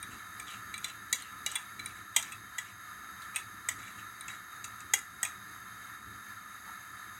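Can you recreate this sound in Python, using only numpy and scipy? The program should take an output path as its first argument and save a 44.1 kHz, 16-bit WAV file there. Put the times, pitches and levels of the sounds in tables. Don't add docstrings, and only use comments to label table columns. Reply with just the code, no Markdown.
import sys
import numpy as np
from scipy import signal
from scipy.fft import rfft, irfft
from scipy.io import wavfile

SR = 44100
rng = np.random.default_rng(int(sys.argv[2]) if len(sys.argv) > 2 else 0)


def store_wav(level_fs):
    pcm = np.round(np.clip(np.atleast_2d(level_fs), -1, 1) * 32767)
    wavfile.write(sys.argv[1], SR, pcm.T.astype(np.int16))


N = 317074
RING, ATTACK = int(.25 * SR), int(.02 * SR)
AGE = np.arange(RING) / SR

# (pitch [Hz], t60 [s], level struck at the rim [dB], level struck deep [dB])
WALL_MODES = [(862, 0.057, -22, -15.5), (955, 0.013, -34, -7.5), (1595, 0.031, -31, 0),
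              (1975, 0.075, -5, -8.5), (2065, 0.05, -2, -8.5), (2300, 0.069, 0.5, -12),
              (2800, 0.15, -11.5, -11), (3140, 0.028, -37, 5.5), (3415, 0.084, -6.5, -6),
              (3920, 0.092, 6.5, -22.5)]


def undb(db):
    return 10 ** (np.asarray(db) / 20)


def between(ends, share):
    return ends[0] + np.clip(share, 0, 1) * (ends[1] - ends[0])


def spectrum(points, size):
    hz, db = np.transpose(points)
    grid = np.maximum(np.fft.rfftfreq(size, 1 / SR), 1)
    return undb(np.interp(np.log(grid), np.log(hz), db))


def colour(x, points):
    cepstrum = irfft(np.log(spectrum(points, size=2048)))
    half = len(cepstrum) // 2
    fold = np.r_[1, np.full(half - 1, 2), np.zeros(half)]
    response = irfft(np.exp(rfft(cepstrum * fold)))
    return signal.fftconvolve(x, response)[:len(x)]


def gliding_band(x, hz, width_hz):
    turn = np.exp(2j * np.pi * np.cumsum(hz) / SR)
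    pole = np.exp(-np.pi * width_hz / SR)
    return (turn * signal.lfilter([1], [1, -pole], x / turn)).real


def noise(gain):
    bins = rng.standard_normal(len(gain)) + 1j * rng.standard_normal(len(gain))
    return irfft(bins * gain, N) * np.sqrt(N * SR) / 2


def waver(per_s):
    steps = rng.standard_normal(512)
    return np.interp(np.arange(N) / SR * per_s, np.arange(len(steps)), steps) * np.sqrt(3 / 2)


def fade(t60):
    return undb(-60 * AGE / t60)


def level(x, db):
    return x * undb(db) / np.sqrt(np.mean(x[:ATTACK] ** 2))


def add(track, start_s, x):
    i = int(start_s * SR)
    track[i:i + len(x)] += x[:N - i]


def burner(hiss_waver_db=0.86, flame_waver_db=2.5):
    # (frequency [Hz], density [dB per Hz])
    gas_rush = [(300, -106), (560, -102), (1000, -93), (1550, -101.5), (2000, -86), (2500, -101),
                (3350, -109), (4300, -103), (5500, -107), (7700, -100), (9600, -108), (11500, -99),
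                (13900, -109), (15500, -105)]
    # (pitch [Hz], width [Hz], density [dB per Hz])
    resonances = [(728, 31, -90), (1031.5, 32, -83), (1236, 51, -75), (1334.4, 134, -74), (1604, 31, -80.5),
                  (1740, 135, -75), (2170, 47, -83), (2407, 37, -93), (2620, 400, -99), (3135, 28, -90.5),
                  (3765, 145, -84.5), (4136, 18, -89), (4590, 62, -92.5), (4893, 93, -93.5),
                  (6450, 242, -87.5), (6940, 15, -87), (9050, 114, -93), (10400, 61, -92.5),
                  (11160, 550, -91), (11460, 150, -97), (12120, 100, -100), (12960, 170, -93.5),
                  (14400, 110, -105)]
    # (frequency [Hz], density [dB per Hz])
    flame_flutter = [(25, -114), (50, -90.5), (70, -85.5), (92, -82.5), (110, -76.5), (135, -91.5),
                     (162, -90), (198, -82), (230, -88.5), (310, -89), (400, -94.5), (600, -110),
                     (1200, -130)]
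    grid = np.fft.rfftfreq(N, 1 / SR)
    power = spectrum(gas_rush, N) ** 2
    for hz, width_hz, db in resonances:
        power += undb(db) ** 2 / (1 + 2 * ((grid - hz) / width_hz) ** 2) ** 2
    hiss = noise(np.sqrt(power))
    flame = noise(spectrum(flame_flutter, N))
    return hiss * undb(hiss_waver_db * waver(per_s=13)) + flame * undb(flame_waver_db * waver(per_s=14))


def chatter(roll_s, later_db=-6):
    force = np.zeros(ATTACK)
    force[0] = 1
    lags = np.clip(rng.random(3) * roll_s * SR, 1, ATTACK - 1).astype(int)
    force[lags] += undb(later_db)
    return force


def ring(force, hz, t60, build_cycles=5, split=0.0043):
    beating = np.cos(2 * np.pi * hz * split * rng.random() * AGE)
    build = 1 - np.exp(-AGE * hz / build_cycles)
    mode = np.sin(2 * np.pi * hz * AGE) * beating * fade(t60) * build
    return level(signal.fftconvolve(force, mode)[:RING], 0)


def bowl(force, modes, depth, knock_db=0, ring_left=1, knock_hz=1200, grip_detune=0.013):
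    pulls = 1 + grip_detune * rng.standard_normal(len(modes))
    out = np.zeros(RING)
    for (hz, t60, rim_db, deep_db), pull in zip(modes, pulls):
        mode_db = between((rim_db, deep_db), depth) + knock_db * (hz < knock_hz)
        out += undb(mode_db) * ring(force, hz * pull, t60 * ring_left)
    return out


def tines(roll_s, hz, t60=0.015, mismatch=0.027, overtone_hz=13850, overtone_db=-10):
    ping = sum(ring(chatter(roll_s), hz * (1 + mismatch * step), t60) for step in np.linspace(-1, 1, 4))
    overtone = ring(chatter(roll_s), overtone_hz * (1 + .015 * rng.standard_normal()), t60)
    return ping + undb(overtone_db) * overtone


def crack(force, thud_db, thud_hz=700, t60=0.044):
    # (frequency [Hz], relative level [dB])
    crack_colour = [(100, -12), (550, 1.5), (1000, 9), (1500, -17), (3000, -1.5), (4600, -4), (6800, 6),
                    (9000, 8.5), (10400, 2), (11500, 6), (14000, -1.5), (16000, -5)]
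    burst = signal.fftconvolve(force, rng.standard_normal(RING) * fade(t60))[:RING]
    return colour(burst, [(hz, db + thud_db * (hz < thud_hz)) for hz, db in crack_colour])


def touches(medium_db=-32.5, handover=0.23, tine_pressed_hz=7320, tine_free_hz=9200):
    # (time [s], strength [dB], brightness [dB], glance [0 square blow to 1 flick],
    # depth [0 rim to 1 deep inside], roll time of the tines [s], pitch of the fork's neck [Hz])
    blows = [ (0.0284, -49.5, 0.5, 0.91, 0.11, 0.00092, 2374), (0.398, -49.5, 3, 0.55, 0.53, .002, 2330),
             (0.7405, -42, -7.5, 0.42, 0.15, .003, 2270), (.779, -51, 2.5, 0.67, .35, .0023, 2330),
             (0.8434, -37.5, -3.5, 0.22, 0.089, 0.004, 3540), (1.1274, -32, 2, .1, 0.093, 0.0023, 1950),
             (1.222, -55.5, 2, .7, 0.18, .0038, 4230), (1.4623, -36, -0.5, 0.046, 0, 0.002, 2870),
             (1.516, -55.5, 11, .45, .1, 0.0055, 2420), (1.5551, -34.5, -3, 0.78, .45, 0.0066, 3397),
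             (1.7935, -44, -9.5, 0.31, 0.043, 0.0041, 2275),
             (1.8596, -45.5, -0.5, 0.96, 0.035, 0.00091, 2270), (2.1631, -28, 2, .3, .45, 0.0048, 3160),
             (2.2253, -49.5, 5.5, .05, .1, .0058, 3740), (2.3207, -47.5, -1.5, 0.53, 0.46, .01, 2604),
             (2.5826, -37, -3, 0.13, 0.64, 0.0043, 1980), (3.3598, -36, -0.5, 0.72, 0.61, .0085, 2580),
             (3.6872, -36, 3, 0.37, 0.72, 0.0019, 2016), (4.209, -51.5, -0.5, 0.94, 0, .001, 3720),
             (4.281, -49, 0, .15, 0.6, .003, 2640), (4.642, -49.5, 5, 0.086, 0.027, .007, 2660),
             (4.8041, -66, 13.5, .2, 0.46, .0022, 2600), (4.9362, -27.5, 1, 0.049, 0.73, 0.0026, 2020),
             (5.2301, -36.5, 4.5, 0.43, 0.76, .0018, 1900), (5.2502, -40, -0.5, 0.59, 0.53, 0.0025, 2500)]
    # (pitch [Hz], t60 [s], level struck at the rim [dB], level struck deep [dB])
    chink_modes = [(4600, 0.12, -15.5, -13), (5130, .05, -17.5, 0), (5930, 0.11, -8.5, 5),
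                   (6630, 0.09, -35, 28), (6550, 0.024, -4, 8.5), (6790, 0.041, -3, 15),
                   (7350, .04, -39, -1), (8000, 0.057, -7.5, 13.5), (9400, .035, -20, -29),
                   (9600, 0.051, -7.5, -25)]
    out = np.zeros(N)
    for start_s, db, bright_db, glance, depth, roll_s, neck_hz in blows:
        force = chatter(roll_s)
        treble_db, heavy_db = db + bright_db, db - medium_db
        knock_db = -3 + 0.3 * heavy_db
        thud_db = knock_db + between((2, -5.5), depth)
        ring_left = between((.65, .95), glance)
        wall = bowl(force, WALL_MODES, depth, knock_db, ring_left)
        chink = bowl(force, chink_modes, depth, ring_left=ring_left)
        neck = ring(force, neck_hz, t60=0.022, build_cycles=45)
        ping = tines(roll_s, between((tine_pressed_hz, tine_free_hz), glance))
        wall = level(wall, db + between((0.5, -6), depth) + handover * max(heavy_db, 0))
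        neck = level(neck, db + between((-7, 0.5), depth) - handover * heavy_db)
        chink = level(chink, treble_db + between((1, -10.5), glance))
        ping = level(ping, treble_db + between((-6.5, 5), glance))
        snap = level(crack(force, thud_db), treble_db - 6 + 0.13 * heavy_db)
        direct = wall + chink + neck + ping + snap
        into_room = wall + chink + neck + undb(-3) * ping + undb(5) * snap
        add(out, start_s, direct + kitchen(into_room))
    return out


def kitchen(x, t60=0.21, wet_db=-9, first_s=0.0083, dull_hz=9000, echoes_per_s=2500):
    echoes = rng.standard_normal(RING) * (rng.random(RING) < echoes_per_s / SR)
    echoes *= fade(t60) * (AGE > first_s)
    echoes /= np.sqrt(np.sum(echoes ** 2))
    echoes = signal.sosfilt(signal.butter(1, dull_hz, fs=SR, output="sos"), echoes)
    return undb(wet_db) * signal.fftconvolve(x, echoes)[:RING]


def pressure(length_s, peak_share=0.1, judder_db=2.3):
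    rise = np.interp(AGE / length_s, [0, peak_share, 1], [0, 1, 0])
    return np.sin(np.pi / 2 * rise) * undb(judder_db * waver(per_s=60)[:RING])


def catches(length_s, fork_hz, per_s=35, neck_db=-11, tine_db=-13, tine_hz=8000, scatter=0.122):
    out = np.zeros(N)
    for start_s in rng.random(round(per_s * length_s)) * length_s:
        neck_shift, tine_shift = np.exp(scatter * rng.standard_normal(2))
        neck = ring(chatter(roll_s=.002), fork_hz * neck_shift, t60=0.017)
        ping = tines(roll_s=0.004, hz=tine_hz * tine_shift)
        add(out, start_s, level(neck, neck_db) + level(ping, tine_db))
    return out[:RING]


def scrapes(slips_per_s=1800, uneven_db=2.5, sag_oct_per_s=3.4, rasp_db=-11, fork_db=-3.5, wall_db=-8):
    # (time [s], length [s], level [dB], fork's starting pitch [Hz])
    strokes = [ (0.088, 0.17, -54.5, 2680), (0.465, 0.12, -46.5, 3430), (0.828, 0.11, -48.5, 3260),
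               (1.17, 0.2, -54.5, 3400), (1.476, 0.18, -49, 3470), (1.882, 0.17, -56.5, 2760),
               (2.142, 0.24, -48.5, 3220), (2.64, .12, -57, 2820), (3.215, 0.052, -52, 3820),
               (3.343, .1, -46.5, 2500), (3.779, 0.19, -48.5, 2380), (3.961, .1, -57.5, 2900),
               (4.277, .1, -48, 2200)]
    # (frequency [Hz], relative level [dB])
    rub_colour = [(200, -12), (600, -3), (1500, 4), (2500, -3), (3700, -6.5), (5200, -7.5), (6700, 4.5),
                  (8500, 0), (11000, -21), (16000, -21)]
    out = np.zeros(N)
    for start_s, length_s, db, fork_hz in strokes:
        slips = (rng.random(RING) < slips_per_s / SR) * rng.choice([-1, 1], RING)
        slip_sizes = undb(uneven_db * rng.exponential(size=RING))
        rasp = colour(slips * slip_sizes, rub_colour)
        sagging_hz = fork_hz * 2 ** (-sag_oct_per_s * AGE)
        fork = gliding_band(rasp, sagging_hz, width_hz=450)
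        wall = bowl(rasp, WALL_MODES, depth=0.12)
        parts = (rasp, rasp_db), (fork, fork_db), (wall, wall_db)
        rub = sum(undb(part_db) * part / part.std() for part, part_db in parts)
        stroke = undb(db) * pressure(length_s) * (rub + catches(length_s, fork_hz))
        add(out, start_s, stroke + kitchen(stroke))
    return out


def sleeve(start_s=6.66, length_s=0.064, db=-57, hz=950, width_hz=350):
    band = signal.iirpeak(hz, hz / width_hz, fs=SR)
    brush = signal.lfilter(*band, signal.lfilter(*band, rng.standard_normal(RING)))
    swell = np.sin(np.pi * np.clip(AGE / length_s, 0, 1))
    out = np.zeros(N)
    add(out, start_s, undb(db) * swell * brush / brush.std())
    return out


def scene():
    return (touches() + scrapes() + sleeve() + burner())[None]


def record(dry, low_cut_hz=44, top_hz=16200):
    thin = signal.sosfilt(signal.butter(6, low_cut_hz, "high", fs=SR, output="sos"), dry)
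    return signal.sosfilt(signal.ellip(10, .2, 70, top_hz, fs=SR, output="sos"), thin)


dry = scene()
out = record(dry)
store_wav(out)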